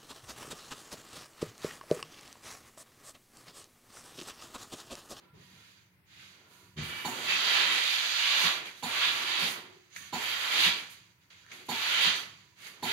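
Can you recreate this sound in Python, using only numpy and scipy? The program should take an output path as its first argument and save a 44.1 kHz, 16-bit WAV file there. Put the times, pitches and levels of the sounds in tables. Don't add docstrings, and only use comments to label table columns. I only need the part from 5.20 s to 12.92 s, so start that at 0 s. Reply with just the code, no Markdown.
import sys
import numpy as np
from scipy import signal
from scipy.fft import rfft, irfft, next_fast_len
from scipy.io import wavfile
from scipy.ndimage import uniform_filter1d

SR = 44100
rng = np.random.default_rng(int(sys.argv[2]) if len(sys.argv) > 2 else 0)


def wav_out(sig):
    wavfile.write(sys.argv[1], SR, np.round(np.clip(np.atleast_2d(sig).T, -1, 1) * 32767).astype(np.int16))


def volts(x):
    e = np.asarray(x, float) / 20
    return 10 ** e


N = 340452
SIZE = next_fast_len(N)
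HZ = np.maximum(np.arange(SIZE // 2 + 1) * SR / SIZE, 1)
T = np.arange(N) / SR

# (frequency [Hz], density [dB per Hz])
ROOM_TONE = [(190, -48), (330, 2.5), (520, -1.5), (800, -4), (976, 3), (1170, -2), (1990, 5), (4540, -12),
             (5430, -12), (6700, -35), (8000, -13), (15800, -6.5)]
# (frequency [Hz], left minus right [dB])
ROOM_LEAN = [(60, 1), (110, 0.0), (200, 0.5), (380, 2), (700, -2), (1290, -7), (2380, 7), (4400, -10),
             (8120, -5), (15000, 1)]
# (frequency [Hz], density [dB per Hz])
RUMBLE = [(12, -53), (20, -23), (32, -29), (48, -22), (63, -8), (102, 3.5), (163, -1.5), (188, 4.5),
          (206, -13.5), (330, -9.5), (430, -23.5), (730, -120)]
# (frequency [Hz], likeness [0..1])
LIKENESS = [(30, .75), (130, 0.88), (290, 0.97), (640, 0.65), (1400, 0.018), (15000, 0.032)]
# (frequency [Hz], width [Hz], lift [dB])
STANDING = [(235, 12, 1.5), (364.4, 11, 6.5), (975, 35, 3.5), (1138, 9.7, 6), (1389, 24, 5.5),
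            (1720, 9.8, 5), (1860, 50, 1), (2162, 18, 4), (2297, 13, 4.5), (2030, 20, 2.5), (3310, 21, 4.5),
            (3750, 20, 5), (4610, 27, 4.5), (4840, 27, 2)]
# (frequency [Hz], gain [dB])
LEFT_PORT = [(300, 0.5), (1000, -3.4), (2500, 0), (3500, -5.5), (4000, -6), (5000, -16.5), (6000, -41),
             (6300, -74), (8100, -80), (8500, -41.5), (11800, -23), (14300, -37), (15500, -34),
             (16000, -90)]
RIGHT_PORT = [(300, -0.06), (1000, 0.5), (2500, 1), (3600, 2.5), (4800, -1.5), (5300, -12), (5900, -9),
              (6700, -8.5), (7400, -15), (8000, -20), (11800, -19), (14000, -22.5), (15750, -29),
              (16000, -87)]

# (start [s], rise [s], length [s], level [dB])
DRAGS = [(-.05, .03, 0.089, -66.5), (0.13, 0.013, 0.092, -69.5), (.27, .05, 0.16, -71),
         (1.087, 0.096, 0.35, -67), (1.587, 0.034, 0.23, -57), (1.853, 0.042, 0.68, -51.5),
         (3.104, 0.12, 0.33, -53), (3.828, 0.058, 0.28, -54.5), (4.15, .06, 0.16, -47.5),
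         (4.35, .03, 0.097, -59), (5.294, 0.097, 0.24, -49), (6.287, 0.04, 0.12, -62.5),
         (6.55, 0.36, 0.41, -51), (7.36, 0.03, 0.1, -70), (7.456, .02, .15, -62.5)]
# (frequency [Hz], density [dB per Hz])
DRAG_COLOUR = [(60, -24), (150, -4), (350, -1), (700, -5), (1200, -3), (2500, -8.5)]
# (start [s], rise [s], length [s], peak [dB], end level [dB])
SWISHES = [
    (.14, 0.1, 0.37, -46, -47),
    (.88, .13, 0.24, -45, -46),
    (1.25, 0.084, 0.22, -39.5, -45),
    (6.35, .03, .05, -43, -41),
    (7.36, 0.084, 0.12, -33.5, -37),
]
# (start [s], rise [s], length [s], peak [dB], end level [dB])
STROKES = [(-.05, .03, 0.067, -62, -85), (.13, 0.083, 0.35, -65, -60), (.45, .05, 0.14, -67, -65),
           (.85, 0.16, 0.38, -52.5, -68.5), (1.26, 0.081, 0.26, -64, -75), (3.446, 0.012, 0.045, -43, -48),
           (3.5, .02, .13, -54, -58), (4.5, 0.027, 0.2, -64, -76), (4.69, 0.12, 0.27, -50.5, -56),
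           (5.7, .03, 0.31, -55, -85), (5.99, .03, 0.08, -73, -79), (6.1, 0.0054, 0.19, -58.5, -66.5),
           (6.28, 0.043, 0.19, -52, -56.5), (7.15, 0.057, 0.18, -63, -75), (7.35, 0.12, 0.37, -49.5, -68)]
# (frequency [Hz], density [dB per Hz])
CLOTH_COLOUR = [(60, -20), (200, -9.5), (500, -14.5), (1000, -9), (1500, -2), (2500, 0.3), (5000, 2),
                (7000, 6), (9000, 1.5), (16000, -6)]
# (frequency [Hz], share of the level swing)
STROKE_FOLLOW = [(400, 0.73), (1800, 0.81), (5000, 0.93), (7000, 0.3), (12000, .99)]

# (time [s], level [dB])
LANDINGS = [(.131, -28), (.152, -34), (.175, -35), (.218, -38), (.335, -35), (.358, -37), (.397, -36),
            (.49, -38), (1.559, -22), (1.572, -12.5), (1.585, -10.5), (1.606, -19), (1.619, -11),
            (1.67, -21), (1.725, -23), (1.76, -29)]
# (frequency [Hz], level [dB], delay [s], swell [s])
BOARD_MODES = [(42, -62, .001, 0.027), (76.6, -48.5, 0.0029, 0.03), (110, -46.5, 0.00095, 0.021),
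               (160.6, -37.5, 0.0021, 0.0094), (202, -36, 0.0013, 0.0052), (271, -50.5, 0.0012, .011),
               (355, -51, 0.0016, 0.0068), (458, -50.5, 0.0011, 0.0074), (623, -57, .001, .004)]
# (time [s], level [dB])
TICKS = [
    (1.569, -16),
    (4.7303, -21),
    (4.7622, -1),
    (6.104, -19),
    (6.2636, -13),
    (6.286, -17),
    (6.3165, -6),
    (6.322, -8),
    (7.4669, -19),
]
# (frequency [Hz], level [dB], delay [s], swell [s])
RIM_MODES = [(1370, -49, 0.0004, 0.0022), (1800, -43, 0.00029, 0.0013), (2240, -45, 0.0003, 0.0014),
             (3100, -49, 0.00024, .0007), (4350, -46, 0.00016, .0006), (6460, -33, 0.00022, 0.00084),
             (10400, -34, 0.00022, .0004)]

# (time [s], level [dB])
OPENS = [
    (1.846, -1),
    (3.625, -1.5),
    (4.9253, -1),
    (6.4845, -0.5),
    (7.625, -0.4),
]
# (time [s], level [dB])
SHUTS = [
    (3.222, -1),
    (4.202, -1.5),
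    (5.441, 0),
    (6.842, -1),
]
# (frequency [Hz], level [dB], delay [s], swell [s])
CASING_MODES = [(88, -65.5, 0.0032, 0.042), (115.7, -58.5, 0.005, 0.047), (171, -42.5, 0.0139, 0.0092),
                (241.3, -45, 0.0038, 0.012), (250, -43, .038, 0.009), (742, -39, 0.033, 0.008),
                (493, -52.5, 0.00089, 0.014), (805, -40, 0.00198, 0.0079), (620, -52, 0.00095, 0.012),
                (856, -40, 0.0015, 0.014), (900, -41.5, 0.022, 0.01), (902, -44, .064, .011),
                (991, -39.5, 0.002, 0.012), (3660, -45, 0.006, 0.012), (3910, -44.5, 0.0069, 0.013),
                (4350, -39, .005, 0.007), (4420, -40, .014, 0.01), (4700, -48, 0.008, 0.014),
                (6500, -50, 0.0059, .014), (6940, -31, 0.009, 0.007), (7050, -27, 0.011, 0.009),
                (7150, -42, .012, .016)]
# (frequency [Hz], level [dB], delay [s], swell [s])
CLOSING_MODES = [(100.4, -59.5, 0.0143, 0.039), (174, -44, 0.0217, 0.017), (229.4, -53.5, 0.0125, 0.023),
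                 (390, -56, 0.00626, 0.014)]
# (frequency [Hz], level [dB], delay [s], swell [s])
TANK_MODES = [(334, -47.5, 0.0014, 0.015), (392, -46, 0.0013, 0.0085), (359, -50.5, .03, .012),
              (420, -53, .055, 0.016)]
TANK_HEARD_DB = [0, -14, -0.5, -1, 0.5]

# (time [s], peak [dB], 60 dB decay [s])
SPITS = [
    (4.7614, -36, 0.12),
    (6.104, -64, 0.05),
    (6.3175, -41, 0.13),
    (7.468, -39, 0.08),
]
# (frequency [Hz], density [dB per Hz])
SPIT_COLOUR = [(300, -20), (1000, -19), (1500, 4), (2100, 12), (3000, -1), (4500, -2), (6000, 13),
               (16000, -4)]
# (start [s], end [s], frequency [Hz], width [Hz], level [dB rms])
WHISTLES = [(1.6, 1.89, 2312, 14, -46.5), (1.85, 1.97, 6950, 300, -39), (2.9, 3.4, 1148, 30, -50),
            (3.65, 4.35, 1146, 30, -54), (5.2, 5.55, 1146, 30, -54), (3.9, 4.8, 355, 60, -70),
            (4.43, 4.63, 400, 60, -64), (6.87, 7.06, 6050, 60, -40), (4.72, 4.92, 6050, 100, -48),
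            (3.55, 3.63, 6050, 150, -56), (1.9, 2.9, 11800, 350, -42), (2.7, 3.2, 9300, 500, -48),
            (1.6, 1.85, 9500, 200, -55), (-.2, .6, 985, 60, -76), (1.25, 1.6, 985, 40, -75),
            (.04, .16, 1365, 30, -72), (.36, .47, 1370, 30, -74), (.15, .45, 1900, 50, -75),
            (1.1, 1.55, 1420, 50, -75), (5.7, 6.5, 985, 60, -82), (7.1, 7.6, 985, 60, -79)]
# (start [s], end [s], frequency [Hz], width [Hz], level [dB rms])
POCKETS = [(1.62, 1.99, 2910, 110, -47.5), (1.64, 1.77, 1400, 150, -53), (1.67, 1.822, 1780, 120, -52),
           (1.66, 1.82, 3250, 150, -54), (2.07, 2.17, 2600, 250, -32), (2.1, 2.203, 3490, 200, -41),
           (2.15, 2.53, 4020, 110, -38), (2.3, 2.46, 2700, 450, -34), (2.95, 3.2, 3000, 500, -35.5),
           (3.0, 3.3, 3600, 200, -44), (3.7, 3.948, 2650, 200, -40.5), (4.098, 4.3, 2650, 200, -41.5),
           (5.0, 5.25, 3100, 500, -46), (5.348, 5.5, 3000, 500, -37), (6.7, 6.93, 3000, 600, -34),
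           (4.78, 4.87, 1150, 120, -64), (.128, .24, 385, 70, -66), (0, .08, 350, 70, -70),
           (1.31, 1.5, 6600, 300, -62), (1.57, 1.63, 6500, 600, -45), (2.45, 2.6, 7200, 400, -36),
           (3.455, 3.5, 2300, 400, -47), (4.715, 4.9, 6750, 300, -46), (6.35, 6.48, 380, 220, -64),
           (6.23, 6.33, 1550, 300, -64)]
# (frequency [Hz], density [dB per Hz])
JET_COLOUR = [(60, -34), (250, -25.5), (600, -17.5), (1500, -13), (4000, -21), (6500, -6.5), (9000, -0.5),
              (16000, -1)]
# (frequency [Hz], density [dB per Hz])
CRACK_COLOUR = [(3000, -30), (8000, -4), (12000, -6), (14500, 4), (16000, 11)]
# (start [s], rise [s], length [s], peak [dB], end level [dB])
PUFFS = [(1.6, 0.048, 0.1, -28, -27), (1.72, 0.047, 0.12, -28.5, -29), (3.15, 0.072, 0.22, -17, -29),
         (3.452, .004, 0.045, -31, -36), (3.54, .04, .08, -37, -39), (4.18, 0.018, 0.14, -22, -19.5),
         (4.73, .03, 0.14, -35, -36), (4.76, .003, .04, -29, -32), (5.33, .11, 0.13, -16.5, -16),
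         (5.56, .02, .05, -32, -34), (5.695, .008, 0.031, -30, -33), (6.315, .01, .045, -36, -36),
         (6.45, .02, 0.026, -34, -41), (6.8, 0.022, 0.058, -16.5, -21), (6.95, .01, .05, -24, -27),
         (7.46, .01, .04, -31, -36)]
# (frequency [Hz], density [dB per Hz])
PUFF_COLOUR = [(300, -64), (1000, -27.5), (3000, -21), (6500, -5), (9000, 6), (12000, 3), (16000, 7.5)]
# (time [s], level [dB])
FLOWS = [
    [(1.562, -44), (1.61, -43), (1.68, -44), (1.84, -47)],
    [(1.848, -54.5), (2.0, -43), (2.11, -30.5), (2.3, -29.5), (2.36, -26.5), (2.6, -30.5), (2.9, -31.5),
     (3.0, -29.5), (3.27, -26)],
    [(3.628, -42.5), (3.7, -37.5), (3.85, -29), (3.93, -33.5), (4.12, -34), (4.25, -31)],
    [(4.928, -40.5), (5.09, -35), (5.19, -36.5), (5.25, -32.5), (5.29, -34.5), (5.35, -29.5), (5.46, -24.5)],
    [(6.488, -42), (6.62, -34.5), (6.74, -29), (6.87, -25)],
    [(7.628, -42), (7.68, -37), (7.72, -33.5)],
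]
# (frequency [Hz], density [dB per Hz])
STEAM_COLOUR = [(60, -56), (200, -36), (500, -20.5), (1000, -9.5), (1600, -4.5), (3100, -0.1), (5000, -2),
                (9000, -4.5), (16000, -17)]
# (frequency [Hz], share of the level swing)
FLOW_FOLLOW = [(400, 0.88), (1800, 0.92), (5000, 1.11), (7000, 0.62), (12000, 0.75)]
# (time [s], slant [dB per octave])
VENTING = [(1.6, -0.5), (1.95, -2), (2.2, 0.5), (2.5, -0.5), (2.75, 2), (2.95, 2.5), (3.2, -0.3),
           (3.5, -3.5), (3.9, -0.5), (4.3, -1), (4.7, -4.5), (5.1, 0), (5.36, 0.5), (5.8, 0), (6.5, -0.5),
           (6.85, 0), (7.2, -1.5), (7.7, -1)]


def rms_one(x):
    return x / np.sqrt(np.mean(x ** 2) + 1e-20)


def at_hz(points, hz):
    points = np.array(points)
    return np.interp(np.log(hz), np.log(points[:, 0]), points[:, 1])


def sound(spectrum):
    return irfft(spectrum, SIZE)[:, :N]


def drift(rate):
    r = np.exp(-2 * np.pi * rate * 40 / SR)
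    slow = signal.lfilter([1], [1, -2 * r, r * r], rng.standard_normal(N // 40 + 2002))[2000:]
    return np.interp(np.arange(N) / 40, np.arange(len(slow)), rms_one(slow))


def stereo_noise(colour, low_hz, high_hz, near=0):
    mid, side, here, there = rng.standard_normal((4, SIZE))
    alike = at_hz(LIKENESS, HZ)
    common, apart = np.sqrt(1 + alike) * rfft(mid), np.sqrt(1 - alike) * rfft(side)
    noise = (common + apart * [[1], [-1]]) / np.sqrt(2)
    if near:
        t = np.arange(SR // 4) / SR
        echoes = rng.standard_normal((2, 2, len(t))) * volts(-60 * t / 0.12)
        combed = irfft(rfft(echoes, SIZE) * rfft([[here], [there]]), SIZE)
        turn = np.pi / 2 * (0.5 + 0.5 * np.sin(np.arange(SIZE) / SR * 2.326))
        spot = rfft(rms_one(np.cos(turn) * combed[0] + np.sin(turn) * combed[1]))
        share = near * (1 - alike)
        noise = np.sqrt(1 - share) * noise + np.sqrt(share) * spot
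    gain = volts(at_hz(colour, HZ))
    heard_band = (HZ > low_hz) & (HZ < high_hz)
    return noise * gain / np.sqrt(np.sum(gain[heard_band] ** 2) / len(HZ))


def split_bands(spectrum, centres_octave):
    for k in range(len(centres_octave)):
        only_k = np.arange(len(centres_octave)) == k
        yield sound(spectrum * np.interp(np.log2(HZ), centres_octave, only_k))


def patchy(spectrum, centres_hz, depth_db, rate):
    return sum(volts(depth_db * drift(rate)) * band for band in split_bands(spectrum, np.log2(centres_hz)))


def hiss(level, mean_db, follow, colour, gust_db, flicker_db, flicker_hz, near, slant_db=0):
    swing_db = np.maximum(20 * np.log10(level) - mean_db, -30)
    gust = drift(9)
    centres = np.log2(330) + np.arange(0, 5.7, 0.7)
    out = 0
    for centre, band in zip(centres, split_bands(stereo_noise(colour, 1500, 5000, near), centres)):
        follow_db = (at_hz(follow, 2 ** centre) - 1) * swing_db
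        tilt_db = follow_db + slant_db * (centre - np.log2(3000))
        out = out + band * volts(tilt_db + gust_db * gust + flicker_db * drift(flicker_hz))
    return level * out


def swells(rows, fade_db_per_s):
    power = 1e-14
    for start, rise, lasts, peak_db, end_db in rows:
        age = T - start
        level_db = np.interp(age, [rise, max(lasts, rise + 0.001)], [peak_db, end_db])
        level_db = level_db - fade_db_per_s * np.maximum(age - lasts, 0)
        power = power + (np.clip(age / rise, 0, 1) ** 1.18 * volts(level_db)) ** 2
    return np.sqrt(power)


def struck(hits, modes, spread_db):
    out, t = np.zeros(N + SR), np.arange(SR // 3) / SR
    for s, blow_db in hits:
        start = round(s * SR)
        for (hz, mode_db, delay, swell), chance in zip(modes, rng.standard_normal(len(modes))):
            age = np.maximum(t - delay, 0)
            shape = np.sqrt(age / swell) * np.exp(1 - age / swell)
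            ring = shape * np.sin(2 * np.pi * hz * age)
            out[start:start + len(t)] += volts(blow_db + mode_db + spread_db * chance) * ring
    return out[:N]


def room_tone():
    lean = volts(at_hz(ROOM_LEAN, HZ) / 2 * [[1], [-1]])
    rumble = volts(-69.5 + 2.5 * drift(1.8)) * sound(stereo_noise(RUMBLE, 20, 370))
    return rumble + volts(-71.5) * sound(stereo_noise(ROOM_TONE, 330, 18000) * lean)


def standing_waves(at):
    return volts(sum(lift_db / (1 + (2 * (at - hz) / width_hz) ** 2) for hz, width_hz, lift_db in STANDING))


def walls(x, t60, wet_db):
    t = np.arange(SR // 2) / SR
    tail = rng.standard_normal((2, len(t))) * volts(-60 * t / t60) * (t > 0.008)
    apart = signal.sosfilt(signal.butter(2, 500, "high", fs=SR, output="sos"), tail[1])
    both = tail[0] - 0.59 * signal.lfilter(*signal.butter(1, 230, fs=SR), tail[0])
    tail = np.array([both + apart, both - apart])
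    tail = tail / np.sqrt(np.sum(tail ** 2) / 2)
    return x + volts(wet_db) * signal.fftconvolve(x[None], tail, axes=1)[:, :N]


def drags():
    low = swells([(*row, row[-1]) for row in DRAGS], fade_db_per_s=108) * volts(1.5 * drift(17))
    swish = swells(SWISHES, fade_db_per_s=110) * sound(stereo_noise(PUFF_COLOUR, 7600, 18300))
    return low * sound(stereo_noise(DRAG_COLOUR, 210, 1480)) + swish


def cloth_rub():
    rub = swells(STROKES, fade_db_per_s=150)
    return volts(2.0) * hiss(rub, -54.5, STROKE_FOLLOW, CLOTH_COLOUR, gust_db=1.0, flicker_db=0.54,
                           flicker_hz=12, near=0.63)


def knocks():
    tank_hits = [(s, db + heard_db) for (s, db), heard_db in zip(OPENS, TANK_HEARD_DB)]
    valve = struck(OPENS, CASING_MODES, spread_db=0.8) + struck(tank_hits, TANK_MODES, spread_db=0.8)
    closing = struck(SHUTS, CLOSING_MODES, spread_db=1.5)
    board = struck(LANDINGS, BOARD_MODES, spread_db=3)
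    ticks = struck(TICKS, RIM_MODES, spread_db=3)
    close = board + closing + volts(-4) * valve
    to_walls = volts(-5) * valve + ticks + volts(5) * board + volts(-5) * closing
    out = close + walls(to_walls, t60=0.5, wet_db=1.5)
    side_wall = np.pad(out, ((0, 0), (round(0.013 * SR), 0)))[:, :N]
    return out + volts(-20) * side_wall * [[1], [-1]]


def spits():
    envelope = sum((T > s) * volts(peak_db - 5 - 60 * np.maximum(T - s, 0) / t60) for s, peak_db, t60 in SPITS)
    return envelope * sound(stereo_noise(SPIT_COLOUR, 1500, 5000))


def whistles():
    out = np.zeros((2, N))
    for start, end, hz, width_hz, level_db in [*WHISTLES, *POCKETS]:
        r = np.exp(-np.pi * width_hz / SR)
        poles = [1, -2 * r * np.cos(2 * np.pi * hz / SR), r * r]
        once = signal.lfilter([1], poles, rng.standard_normal((2, N)))
        tone = rms_one(signal.lfilter([1], poles, once))
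        if width_hz < 55:
            tone = tone[:1]
        tone = tone / np.sqrt(uniform_filter1d(tone ** 2, round(0.049 * SR)) + 0.057)
        out += volts(level_db) * tone * np.sin(np.pi * np.clip((T - start) / (end - start), 0, 1)) ** 0.42
    return out


def jets():
    jet_db, crack_db, puff_fade_db_per_s = -27.5, -21, 202
    ends = [s + 0.035 for s, _ in SHUTS] + [N / SR]
    even = swells([(s, 0.006, end - s, jet_db, jet_db) for (s, _), end in zip(OPENS, ends)], fade_db_per_s=162)
    jet_noise = patchy(stereo_noise(JET_COLOUR, 8300, 15600), [5000, 7540, 9500, 12000, 15000],
                       depth_db=2.0, rate=2.9)
    holes = even * volts(1.1 * drift(5.5) + 0.47 * drift(14)) * jet_noise
    cracks = swells([(s + 0.0048, 0.005, 0.04, crack_db, crack_db - 3) for s, _ in OPENS], puff_fade_db_per_s)
    crack = cracks * sound(stereo_noise(CRACK_COLOUR, 6800, 17400))
    puffs = swells(PUFFS, puff_fade_db_per_s) * sound(stereo_noise(PUFF_COLOUR, 6800, 17700))
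    return holes + crack + puffs


def steam_flow():
    level = 1e-7
    for curve in FLOWS:
        s, level_db = np.transpose(curve)
        after = np.maximum(T - s[-1], 0)
        fade = volts(-122 * after) + volts(-37 - 69 * after)
        onset = np.clip((T - s[0]) / 0.028, 0, 1)
        level = level + onset * volts(np.interp(T, s, level_db)) * fade
    rush = sum((T > s) * volts(-50 - 705 * np.maximum(T - s, 0)) for s, _ in OPENS)
    return level + rush


def steam():
    slant_db = np.interp(T, *np.transpose(VENTING))
    return volts(3.0) * hiss(steam_flow(), -30, FLOW_FOLLOW, STEAM_COLOUR, gust_db=0.43, flicker_db=1.07,
                           flicker_hz=3.4, near=0.44, slant_db=slant_db)


def scene():
    return drags() + cloth_rub() + knocks() + spits() + whistles() + jets() + steam()


def causal(gain, size):
    echo = irfft(np.log(gain[1]), size)
    echo[(size + 1) // 2:] = 0
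    return gain * np.exp(2j * rfft(echo, size).imag)


def roll_off(x):
    return signal.sosfilt(signal.butter(12, 15850, fs=SR, output="sos"), x)


def record(dry):
    size = next_fast_len(N + SR // 2)
    hz = np.maximum(np.arange(size // 2 + 1) * SR / size, 1)
    bass_loss = np.sqrt(1 + (58 / hz) ** 4)
    ports = volts([at_hz(LEFT_PORT, hz), at_hz(RIGHT_PORT, hz)]) / bass_loss
    heard = irfft(rfft(dry, size) * causal(ports * standing_waves(hz), size), size)[:, :N]
    return roll_off(heard + room_tone())


dry = scene()
out = record(dry)
wav_out(out)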